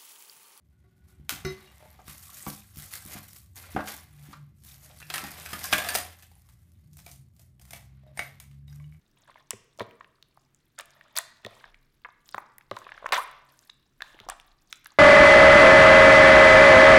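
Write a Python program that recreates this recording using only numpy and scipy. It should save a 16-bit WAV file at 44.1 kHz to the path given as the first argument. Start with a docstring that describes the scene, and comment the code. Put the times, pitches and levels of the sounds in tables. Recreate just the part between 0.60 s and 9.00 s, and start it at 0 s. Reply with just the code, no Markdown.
"""Fingers rubbing on a pan make it sing faintly, its wire handle knocks on it, it is set down on a cloth-covered
table and faint ticks follow; a pot in thin plastic film is moved and opened; cutlery slides and clatters into it;
a plastic ladle unfolds its wire handle. Blows and light touches excite decaying modes, film and rubbing are trains
of tiny clicks, the board booms. From about two seconds on engines pass in the street as sums of firing orders.
A quiet room's echo, a low rumble and a very faint noise strongest near 400 Hz, both coloured noise, last throughout."""
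import sys
import numpy as np
from scipy import signal
from scipy.fft import rfft, irfft, next_fast_len
from scipy.io import wavfile

SR = 44100
rng = np.random.default_rng(int(sys.argv[2]) if len(sys.argv) > 2 else 0)


def store_wav(level_fs):
    """Save 16-bit WAV to argv[1]."""
    pcm = np.round(np.clip(np.atleast_2d(level_fs), -1, 1) * 32767)
    wavfile.write(sys.argv[1], SR, pcm.T.astype(np.int16))


def magnitude_from_level(level_db):
    """Linear magnitude for a level in decibels (20 dB per decade)."""
    exponent = np.asarray(level_db, float) / 20
    return 10 ** exponent


N = 370419   # samples

# vibration modes of the metal pan: pitch_hz, level_db, t60_s
PAN_MODES = [(374.3, 3.5, 0.33), (715, -6.5, 0.1), (1129, -12.5, 0.32), (1408, 4, 0.049), (1463, -9, 0.24),
             (1730, -22, 0.13), (1900, -3.5, 0.06), (2040, -5, 0.15), (2360, -11, 0.11), (2824, -13, 0.11),
             (3852, -10, 0.19), (4140, -5.5, 0.09), (4400, -9, 0.072), (5200, -7, 0.081), (5270, -14, 0.14),
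             (5852, -10, 0.1), (6150, -8, 0.1)]
# vibration modes of the cutlery: pitch_hz, level_db, t60_s
CUTLERY_MODES = [(665, 5, 0.046), (750, 9, 0.061), (1060, -10, .06), (1280, -5.5, 0.073), (1470, -5, 0.052),
                 (1623, 0.5, 0.036), (1734, -3, 0.15), (1916, -0.5, 0.022), (2460, 4, 0.025),
                 (2680, -5, 0.056), (3377, -4, 0.04), (3890, -14.5, 0.044), (4970, 6.5, 0.024),
                 (5900, -11, 0.039), (7840, -13, 0.088), (9000, 1.5, 0.07), (11300, -7, 0.078),
                 (11350, -4.5, 0.06), (13940, -5.5, .1)]


def rms_one(x):
    """Normalisation: a signal divided by its root mean square has unit rms."""
    return x / np.sqrt(np.mean(x ** 2) + 1e-20)


def in_time(rows):
    """Linear interpolation: each column becomes a curve with one value a sample."""
    s, *columns = np.transpose(rows)
    return [np.interp(np.arange(N) / SR, s, column) for column in columns]


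def coloured(x, spectrum):
    """Minimum-phase filtering: folding the cepstrum makes the spectrum's filter causal; the result has rms 1."""
    hz, level_db = np.transpose(spectrum)
    grid = np.linspace(1, SR / 2, 4097)
    cepstrum = irfft(np.log(magnitude_from_level(np.interp(np.log(grid), np.log(hz), level_db))))
    cepstrum[1:4096] *= 2
    cepstrum[4097:] = 0
    response = irfft(np.exp(rfft(cepstrum)))
    return rms_one(signal.fftconvolve(x, response)[:N])


def drift(rate_hz):
    """Low-pass noise: two equal poles leave a slow random wander of rms 1."""
    r = np.exp(-2 * np.pi * rate_hz / SR)
    noise = rng.standard_normal(N + SR)   # the first second lets the filter settle
    return rms_one(signal.lfilter([1], [1, -2 * r, r * r], noise)[SR:])


HAND_JERKS = drift(45)   # hands move in small jerks, which all grains share


def clicks_at(s, level_db):
    """Impulse excitation: single-sample clicks at the given times."""
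    clicks = np.zeros(N)
    clicks[np.round(np.asarray(s) * SR).astype(int)] = magnitude_from_level(level_db)
    return clicks


def ring(clicks, hz, t60):
    """Damped resonance: a unit click starts a decaying sine of height 1; t60 is at least 5 ms."""
    r = magnitude_from_level(-60 / (max(t60, .005) * SR))
    w = 2 * np.pi * hz / SR
    return signal.lfilter([0, np.sin(w)], [1, -2 * r * np.cos(w), r * r], clicks + 1e-18)


def fading(clicks, t60):
    """Exponential decay: each click starts an envelope that falls 60 dB in t60."""
    return signal.lfilter([1], [1, -magnitude_from_level(-60 / (t60 * SR))], clicks + 1e-18)


def burst(clicks, t60):
    """Modulated noise: each click starts a puff of noise that dies away."""
    return fading(clicks, t60) * rng.standard_normal(N)


def grains(per_s, spread_db, clump_db):
    """Random point process: tiny clicks of very unequal size come in clumps with the jerks of the hands."""
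    sizes = magnitude_from_level(spread_db * np.minimum(rng.exponential(1, N), 5)) * rng.choice([-1, 1], N)
    present = rng.random(N) < per_s * magnitude_from_level(clump_db * HAND_JERKS) / SR
    return sizes * present


def struck(blows, modes, ring_db, crack_db, crack_s, rattle_db, rattle_s, chatter_db, spot_db, shift,
           edges_hz=(330, 1000, 4000, 17000)):
    """Modal impact: a blow excites modes and a noisy crack; loose parts rattle and keep knocking on the modes.

    spot_db and shift are the spreads of mode level and of relative pitch from blow to blow."""
    stiff_hz, lasts_s = 6000, .8   # modes from here up are steel; a blow is followed this long
    s, mid_db, low_db, high_db = np.transpose(blows)
    size = int(lasts_s * SR)
    out = np.zeros(N + size)
    loose = grains(1200, spread_db=4.0, clump_db=-1.0)
    uneven = rms_one(magnitude_from_level(4 * drift(90)))
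    luck_db = rng.normal(0, spot_db, (len(s), len(modes)))   # each blow lands elsewhere and wakes other modes
    moved = 1 + rng.normal(0, shift, luck_db.shape)   # grip and contact move the pitches
    late_s = rng.uniform(0, .0025, luck_db.shape)   # a blow is several contacts in quick succession
    dying = magnitude_from_level(chatter_db - 60 * np.arange(size) / (rattle_s * SR))
    for colour_db, low, high in zip((low_db, 0 * s, high_db), edges_hz, edges_hz[1:]):
        band_db = mid_db + colour_db
        clicks = clicks_at(s, band_db)
        crack = magnitude_from_level(crack_db) * (1.2 * clicks + burst(clicks, crack_s))
        rattle = magnitude_from_level(rattle_db) * uneven * burst(clicks, rattle_s)
        band = signal.butter(2, [low, high], "band", fs=SR, output="sos")
        out[:N] += signal.sosfilt(band, crack + rattle)
        for k, (hz, level_db, t60) in enumerate(modes):
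            if not low <= hz < high:
                continue
            stiffness = 1 if hz < stiff_hz else .25   # steel modes move about a quarter as far
            for b in range(len(s)):
                start = int((s[b] + late_s[b, k]) * SR)
                skip = rng.integers(N - size)
                knocks = dying * loose[skip:skip + size]
                knocks[0] = 1   # the blow itself
                gain = magnitude_from_level(band_db[b] + luck_db[b, k] + level_db + ring_db)
                out[start:start + size] += gain * ring(knocks, hz * moved[b, k] ** stiffness, t60)
    return out[:N]


def ticks(rows, modes):
    """Selective excitation: each light touch wakes chiefly the modes near its own pitch, with a faint crack."""
    s, touch_db, near_hz = np.transpose(rows)
    loss_db_per_octave, crack_db = 32, -14.5
    out = magnitude_from_level(crack_db) * signal.lfilter([1, -.5], [1], burst(clicks_at(s, touch_db), 0.0087))
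    for hz, _, t60 in modes:
        distance_octaves = abs(np.log2(hz / near_hz))
        out += ring(clicks_at(s, touch_db - 6 - loss_db_per_octave * distance_octaves), hz, t60)
    return out


def cutlery():
    """Modal impact: fork and spoon clatter into the pot on short-lived modes, with single clinks."""
    # blows, before the gains of ring and crack: start_s, mid_band_db, low_re_mid_db, high_re_mid_db
    cutlery_blows = [(4.4018, -40.5, -17, -5.5), (4.5007, -28, -7.5, -11.5), (4.5393, -19, -53, -8.5),
                     (4.58, -26.5, -17.5, -7), (4.6394, -30, -7.5, -5.5), (4.8605, -31.5, -12.5, -7),
                     (4.9312, -25, -8, -8.5), (5.0406, -28, -17, 0), (5.1271, -9.5, -12, -13),
                     (5.1809, -16, -4, -7), (5.2178, -25, -13, -12), (5.2466, -26.5, -8, -6),
                     (5.266, -28.5, 0.5, -6), (5.2879, -19.5, -11, -2.5), (5.3444, -30, -5.5, 4.5),
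                     (5.3509, -18.5, -4, -3), (5.5885, -54.5, -29, 1), (5.6246, -45, -12, -0.5)]
    # single clinks, before the gains of ring and crack: start_s, level_db, near_pitch_hz
    clinks = [(4.418, -36, 2000), (4.427, -31, 2300), (4.862, -36.5, 6500), (5.045, -34, 1060),
              (5.354, -17.5, 5000)]
    blows = struck(cutlery_blows, CUTLERY_MODES, ring_db=-18.5, crack_db=3.5, crack_s=0.0068,
                   rattle_db=-4.5, rattle_s=0.11, chatter_db=-13, spot_db=4.5, shift=.035)
    return blows + ticks(clinks, CUTLERY_MODES)


def jingle(crinkle_db, start_s=4.45, end_s=5.5):
    """Repeated contact: while fork and spoon slide in their film, touches ring the brighter modes."""
    t = np.arange(N) / SR
    bright = [mode for mode in CUTLERY_MODES if mode[0] > 1500]
    sliding = (t > start_s) * (t < end_s)
    touches = magnitude_from_level(crinkle_db) * sliding * grains(670, spread_db=2.0, clump_db=4.5)
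    dealt = rng.integers(0, len(bright), N)   # each touch rings one mode
    return magnitude_from_level(-9.5) * sum(ring(magnitude_from_level(db) * touches * (dealt == k), hz, t60)
                           for k, (hz, db, t60) in enumerate(bright))


def pan():
    """Modal impact: the wire handle knocks on the pan, the pan is set down, then faint ticks follow."""
    # blows, before the gains of ring and crack: start_s, mid_band_db, low_re_mid_db, high_re_mid_db
    pan_blows = [(0.2394, -66.5, 5.5, -27), (.525, -62, -1, -18), (0.849, -26, -1.5, 0)]
    # knock of the wire handle on the pan, same columns: start_s, mid_band_db, low_re_mid_db, high_re_mid_db
    handle_clack = [(.6935, -19.5, -19, -1.6)]
    # faint ticks, before the gains of ring and crack: start_s, level_db, near_pitch_hz
    pan_ticks = [(1.012, -54, 3800), (1.058, -52, 3740), (1.075, -49, 2850)]
    blows = struck(pan_blows, PAN_MODES, ring_db=-9.0, crack_db=-11.0, crack_s=0.0059,
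                   rattle_db=-15.5, rattle_s=0.19, chatter_db=-18.5, spot_db=2, shift=.003)
    clack = struck(handle_clack, PAN_MODES, ring_db=-22.5, crack_db=6.0, crack_s=0.0099,
                   rattle_db=-12.0, rattle_s=0.25, chatter_db=-25.5, spot_db=3, shift=.003)
    return blows + clack + ticks(pan_ticks, PAN_MODES)


def pan_singing(start_s=.12, end_s=.68):
    """Sustained excitation: fingers rubbing on the pan keep two modes singing faintly."""
    t = np.arange(N) / SR
    friction = (t > start_s) * (t < end_s) * magnitude_from_level(1.4 * drift(4.7)) * rng.standard_normal(N)
    return sum(magnitude_from_level(db) * ring(friction, hz, t60)
               for (hz, _, t60), db in zip(PAN_MODES[0:8:4], [-112, -108]))


def pot():
    """Modal impact: the film-wrapped pot answers knocks and fingertips dully, its bands ending at 6 kHz."""
    # vibration modes of the pot: pitch_hz, level_db, t60_s
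    pot_modes = [(488, 9, 0.041), (613.6, 1, 0.15), (750, 19.5, 0.031), (874, 6.5, 0.11), (1170, 8, 0.02),
                 (1396, 4.5, 0.043), (1604, 4, 0.036), (2395, 1, 0.065), (3390, -10, 0.049)]
    # blows, before the gains of ring and crack: start_s, mid_band_db, low_re_mid_db, high_re_mid_db
    pot_blows = [(1.3892, -55.5, -1, -2), (1.4782, -44.5, -26, 1.5), (1.8645, -32, -10, -4.5),
                 (2.5594, -44.5, -7.5, -1), (3.038, -47.5, -25, -4), (3.1623, -26, -5, -31),
                 (3.1894, -31, -9, -24), (3.2739, -35.5, -15, 6.5), (3.7304, -43.5, -34, -2.5),
                 (4.2975, -53.5, -8, 1)]
    # fingertips land, before the gains of ring and crack: start_s, level_db, near_pitch_hz
    fingertips = [(1.205, -46, 710), (1.226, -40.5, 710), (1.258, -43, 750)]
    blows = struck(pot_blows, pot_modes, ring_db=-12.5, crack_db=-5.0, crack_s=0.026,
                   rattle_db=0.5, rattle_s=0.14, chatter_db=-13.5, spot_db=3.5, shift=.02,
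                   edges_hz=(330, 1000, 2200, 6000))
    return blows + ticks(fingertips, pot_modes)


def ladle():
    """Modal impact: the plastic ladle knocks, its wire handle snaps open, and fingers play with the handle."""
    # vibration modes of the ladle: pitch_hz, level_db, t60_s
    ladle_modes = [(617, -7, 0.1), (688, 4, 0.075), (824, 10.5, 0.024), (1100, -16, .04), (1606, -7, 0.03),
                   (1796, -6, 0.037), (1990, -0.5, 0.031), (2107, -0.5, 0.034), (2234, -2.5, 0.052),
                   (2253, -5, 0.028), (2923, -14.5, .04), (3780, -16.5, 0.063), (5000, -4.5, 0.05),
                   (5720, -7, 0.032), (6500, -4, 0.027), (8950, 2, 0.063), (9230, -14, 0.04)]
    # blows, before the gains of ring and crack: start_s, mid_band_db, low_re_mid_db, high_re_mid_db
    ladle_blows = [(5.715, -57, 4.5, -1), (5.8887, -52, -10, -1), (6.332, -62, -13, 10),
                   (6.3694, -54, -6, 9), (6.3894, -45.5, -8, -3.5), (6.4632, -36.5, -3, -6),
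                   (6.5141, -58, 6, 16.5), (6.7645, -70, 5, 13), (6.7945, -53, -2, 2), (6.996, -53, -4, 0),
                   (7.014, -54, 1, 6.5), (7.0519, -53.5, -8, 2), (7.1072, -38, -8, 0.5),
                   (7.1327, -32, -2.5, -3), (7.8002, -38.5, -12.5, 0.5), (7.913, -52.5, -23, -8)]
    # snaps of the wire handle, same columns: start_s, mid_band_db, low_re_mid_db, high_re_mid_db
    handle_snaps = [(7.5737, -33, -8, -2), (7.5921, -16, -14.5, -13.5)]
    # fingers on the handle, before the gains of ring and crack: start_s, level_db, near_pitch_hz
    handle_ticks = [(7.435, -55, 620), (7.466, -48, 610), (7.476, -59, 3800), (7.492, -55, 600),
                    (7.515, -53, 600), (8.08, -49, 3750), (8.082, -60.5, 2200), (8.098, -53, 5000),
                    (8.1275, -49, 5570), (8.128, -50, 1600), (8.200, -53.5, 2140), (8.203, -50, 1097),
                    (8.2423, -49.5, 2860), (8.324, -54.5, 2320), (8.347, -54.5, 2500)]
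    blows = struck(ladle_blows, ladle_modes, ring_db=-19, crack_db=0.5, crack_s=0.021,
                   rattle_db=-12.5, rattle_s=0.27, chatter_db=-22, spot_db=4, shift=.02)
    snaps = struck(handle_snaps, ladle_modes, ring_db=-9.0, crack_db=-3.0, crack_s=0.013,
                   rattle_db=-21, rattle_s=0.16, chatter_db=-25.5, spot_db=2.5, shift=.012)
    return blows + snaps + ticks(handle_ticks, ladle_modes)


def handling(column, fade_db_per_s):
    """Power summation: the level in dB of one rustling layer adds the powers of all grips and slides."""
    # a hand grips or tugs: peak_s, swell_ms, film_crinkle_db, rubbing_db
    grips = [(0.492, 37, -62.5, -71.5), (.70, 16, -41, -43), (.86, 53, -68, -48.5), (1.50, 100, -43.5, -56),
             (2.222, 155, -43, -55), (2.34, 106, -40, -52.5), (2.532, 166, -42, -47),
             (2.778, 810, -52, -74), (2.968, 28, -46, -53), (3.298, 135, -40.5, -45.5),
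             (3.718, 830, -58.5, -60.5), (4.09, 180, -52, -80), (4.25, 70, -58.5, -63),
             (4.561, 120, -42, -42), (5.049, 120, -38.5, -51), (5.12, 21, -36.5, -41),
             (5.31, 86, -43.5, -38.5), (5.36, 70, -36, -41.5), (6.50, 280, -57, -87), (6.81, 200, -67, -94),
             (7.132, 183, -57, -62), (7.60, 64, -48.5, -49)]
    # something slides or is held moving: start_s, end_s, film_crinkle_db, rubbing_db, change_until_end_db
    slides = [(0.107, 0.663, -88, -86.5, 8), (0.902, 1.464, -61.5, -59.5, -8), (1.562, 1.887, -57, -72, 14),
              (3.0, 3.138, -59.5, -60.5, 7), (4.045, 4.475, -61, -70, 2), (4.623, 5.301, -50, -52, 4),
              (5.48, 6.29, -62, -70, -18), (7.25, 7.758, -95, -77.5, 5.5),
              (8.091, 8.398, -67.5, -70.5, -12.5)]
    swell_db, still_db = 36, -86   # rise of a grip within its swell time; level at rest
    slide_start_db_per_s, slide_stop_db_per_s = 603, 85.5
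    t = np.arange(N) / SR
    power = magnitude_from_level(2 * still_db)
    for grip in grips:
        rise_db = (grip[0] - t) * swell_db * 1000 / grip[1]
        loss_db = np.maximum(rise_db, (t - grip[0]) * fade_db_per_s)
        power = power + magnitude_from_level(2 * (grip[column] - loss_db))
    for slide in slides:
        start, end = slide[:2]
        before_db = np.maximum(start - t, 0) * slide_start_db_per_s
        after_db = np.maximum(t - end, 0) * slide_stop_db_per_s
        change_db = np.interp(t, [start, end], [0, slide[4]])
        power = power + magnitude_from_level(2 * (slide[column] + change_db - before_db - after_db))
    return 10 * np.log10(power)


def film(crinkle_db):
    """Buckling of thin plastic: creases ring at pitches of their own over a smooth swish; larger folds snap."""
    # spectrum of the crackle: frequency_hz, relative_level_db
    film_colour = [(530, -34), (900, -12), (1160, 0.5), (2040, -3), (5220, 3), (13500, 7), (15400, 1),
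                   (16000, -12)]
    # snaps of large folds, about the peak of the noise before its treble tilt: start_s, peak_db
    film_snaps = [(1.481, -31), (2.159, -34), (2.172, -31), (2.1985, -28), (2.222, -30), (2.316, -33),
                  (2.343, -29), (2.451, -31), (2.462, -28), (2.7317, -34), (2.7630, -34), (2.9580, -32),
                  (4.0485, -37), (4.092, -39), (4.120, -38)]
    buckles = grains(2500, spread_db=4.0, clump_db=2.0)
    dealt = rng.integers(0, 14, N)   # each buckle belongs to one crease
    creases = sum(np.sqrt(hz) * magnitude_from_level(6 * drift(10)) * ring(buckles * (dealt == k), hz, 32.0 / hz)
                  for k, hz in enumerate(np.geomspace(1100, 15000, 14)))
    pops = burst(grains(220, spread_db=3.5, clump_db=4.0), .007)   # wider folds give way all at once
    swish = magnitude_from_level(3 * HAND_JERKS) * rng.standard_normal(N)
    crackle = 1.6 * rms_one(creases) + 1.8 * rms_one(pops) + 1.7 * swish
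    s, peak_db = np.transpose(film_snaps)
    snaps = burst(clicks_at(s, peak_db), .012) / 2   # the peaks of noise reach about twice its rms
    return magnitude_from_level(crinkle_db) * coloured(crackle, film_colour) + signal.lfilter([1, -.5], [1], snaps)


def rubbing(rub_db):
    """Stick-slip friction: dense contacts excite the hollow pot and the cloth."""
    # spectrum of the friction: frequency_hz, relative_level_db
    rubbing_colour = [(150, -32.5), (250, -5.5), (537, -23), (747, 7), (908, -4.5), (2300, -4),
                      (2880, -8.5), (3250, -7.5), (4580, -12), (9000, -30), (11700, -46.5)]
    slips = rms_one(grains(2500, spread_db=3.5, clump_db=2.5)) + .4 * rng.standard_normal(N)
    hollow_modes = [(620, 0.04), (745, 0.08), (1200, 0.015), (2100, 0.025)]   # pitch_hz, t60_s
    hollow = rms_one(sum(magnitude_from_level(3 * drift(9)) * ring(slips, hz, t60) for hz, t60 in hollow_modes))
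    return magnitude_from_level(rub_db) * rms_one(coloured(slips, rubbing_colour) + .5 * hollow)


def table_top():
    """Plate resonance: soft pushes through the cloth set the low modes of the board booming."""
    # pushes: start_s, level_db, weight (0-1; heavy ones favour the lowest modes, light ones the higher)
    thumps = [(0.596, -40, 1), (0.722, -37, 0.38), (0.847, -23.5, 0.77), (1.479, -36, 0.97),
              (1.869, -26, 0.49), (2.169, -35, 0.89), (2.456, -37.5, 0.59), (2.553, -36, 0.41),
              (3.148, -31, 0.09), (3.161, -25, 0.042), (3.686, -44, 0.32), (4.633, -35.5, 0.31),
              (4.929, -38.5, 0.27), (5.13, -28.5, 0.26), (5.353, -40, 0.28), (7.132, -48, 0.52)]
    # vibration modes of the board: pitch_hz, level_db, t60_s
    board_modes = [(75.2, -7.5, 0.14), (146, 1, 0.51), (207.3, 4.5, 0.41), (255, -5.5, 0.17),
                   (278.2, 0, 0.17), (327, -7, 0.21)]
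    s, push_db, weight = np.transpose(thumps)
    luck_db = rng.normal(0, 2, (len(s), len(board_modes)))
    boom = np.zeros(N)
    for k, (hz, db, t60) in enumerate(board_modes):
        tilt_db = 30.0 * (.5 - weight) * np.log2(hz / 170)
        boom += ring(clicks_at(s, push_db + db - 13.5 + luck_db[:, k] + tilt_db), hz, t60)
    return signal.sosfilt(signal.butter(4, 420, fs=SR, output="sos"), boom)


def room(x):
    """Reverberation: ten parallel feedback delays, each duller on every round."""
    t60_s, wall_cut_hz = 0.35, 12000
    lags_s = [.0113, .0137, .0161, .0189, .0211, .0239, .0263, .0293, .0317, .0349]
    size = next_fast_len(N + SR)
    hz = np.arange(size // 2 + 1) * SR / size
    t60 = t60_s / np.sqrt(1 + (hz / wall_cut_hz) ** 2)
    answer = 0
    for k, lag in enumerate(lags_s):
        loop = magnitude_from_level(-60 * lag / t60) * np.exp(-2j * np.pi * hz * lag)
        answer = answer + (-1) ** k * loop / (1 - loop)
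    return irfft(rfft(x, size) * answer, size)[:N]


def engine(rows, orders_db):
    """Harmonic synthesis: walls let only the lowest firing orders through, each wavering in level."""
    # walls and room favour some pitches: frequency_hz, gain_db
    through_walls = [(55, -6), (69, -3), (76, 3), (84, 8), (100, -8), (134, -1), (149, 12.5), (168, -10),
                     (205, 1.5), (252, -12.5)]
    hz, level_db = in_time(rows)
    phase = 2 * np.pi * np.cumsum(hz) / SR
    t = np.arange(N) / SR
    heard = np.clip(np.minimum(t - rows[0][0], rows[-1][0] + 0.057 - t) / 0.35, 0, 1)   # fades in and out
    wall_hz, wall_db = np.transpose(through_walls)
    out = np.zeros(N)
    for k, order_db in enumerate(orders_db, 1):
        wall_gain_db = np.interp(np.log(k * hz), np.log(wall_hz), wall_db)
        gain = magnitude_from_level(level_db + order_db + wall_gain_db + 1.8 * drift(6))
        out += np.sqrt(2) * np.sin(k * phase) * gain
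    return heard * out


def street():
    """Superposition: the engines passing outside add up."""
    # one list an engine, before the gains of orders and walls: time_s, firing_rate_hz, level_db
    engines = [
        [(3.3, 78.8, -68), (3.5, 75.2, -70), (3.62, 72, -61), (3.73, 74.9, -77), (3.83, 72.5, -56.5),
         (3.92, 69.8, -71), (4.1, 68, -66), (4.35, 73.4, -73.5), (4.6, 77.84, -64), (5.1, 84, -61.5),
         (6.0, 84.2, -69.5), (6.5, 85.8, -59.5)],
        [(5.5, 56.87, -57.5), (6.1, 59.07, -67.5), (6.7, 60.84, -70), (7.3, 66.3, -58.5), (7.8, 69, -64),
         (8.0, 69.7, -57), (8.2, 72.7, -54.5), (8.4, 77.9, -53)],
        [(1.9, 101.8, -48), (2.5, 99.1, -51), (2.9, 94, -58.5), (3.2, 81.8, -53), (3.5, 86, -89)],
        [(6.15, 152.9, -59), (6.32, 149.6, -61), (6.45, 143.2, -73), (6.6, 133.4, -44.5), (6.7, 136.9, -51.5)],
        [(6.9, 110.4, -73), (7.2, 107, -50), (7.5, 99.74, -69), (8.4, 98, -48)],
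    ]
    # one tuple an engine: level_db of firing orders 1, 2, 3
    orders = [(-0.5, 2.5, -10.5), (3, 4, -8), (-2.5,), (2,), (0,)]
    return sum(map(engine, engines, orders))


def rumble():
    """Coloured noise: a low rumble whose level wanders in time."""
    # level in time: time_s, level_db
    rumble_level = [(0.0, -63), (0.84, -55), (1.03, -59.5), (5.26, -57), (5.52, -64), (6.55, -56.5),
                    (6.85, -59.5), (8.4, -59.5)]
    # spectrum: frequency_hz, relative_level_db
    rumble_colour = [(22, -42), (40, -24), (70, 2), (178, -12), (216, -14.5), (244, -21), (375, -25.5),
                     (431, -54.5), (600, -32), (800, -72)]
    return magnitude_from_level(in_time(rumble_level)[0]) * coloured(rng.standard_normal(N), rumble_colour)


def background_noise():
    """Coloured noise: a very faint steady low-mid background, strongest near 400 Hz."""
    # spectrum: frequency_hz, relative_level_db
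    background_colour = [(240, -27.5), (400, 13.5), (496, 2.5), (616, 4.5), (13100, -30), (15300, -19.5),
                         (16000, -33)]
    return magnitude_from_level(-88.5) * coloured(rng.standard_normal(N), background_colour)


def scene():
    """Superposition: everything on the table, its echo, the street, the rumble and the background noise."""
    crinkle_db = handling(column=2, fade_db_per_s=171)
    rub_db = handling(column=3, fade_db_per_s=126.5)
    table = cutlery() + jingle(crinkle_db) + pan() + pan_singing() + pot() + ladle()
    table += film(crinkle_db) + rubbing(rub_db) + table_top()
    echo = magnitude_from_level(-17.5) * room(table)
    return (table + echo + street() + rumble() + background_noise())[None]


def roll_off(x):
    """The treble ends steeply here."""
    return signal.sosfilt(signal.butter(12, 16450, fs=SR, output="sos"), x)


def record(dry):
    """Band limiting: filters cut the deep bass below 45 Hz and the top above 16.2 kHz."""
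    bass_cut = signal.butter(4, 45, "high", fs=SR, output="sos")
    top_cut = signal.cheby2(10, 50, 16200, fs=SR, output="sos")
    mix = signal.sosfilt(top_cut, signal.sosfilt(bass_cut, dry))
    return roll_off(mix)


dry = scene()
out = record(dry)
store_wav(out)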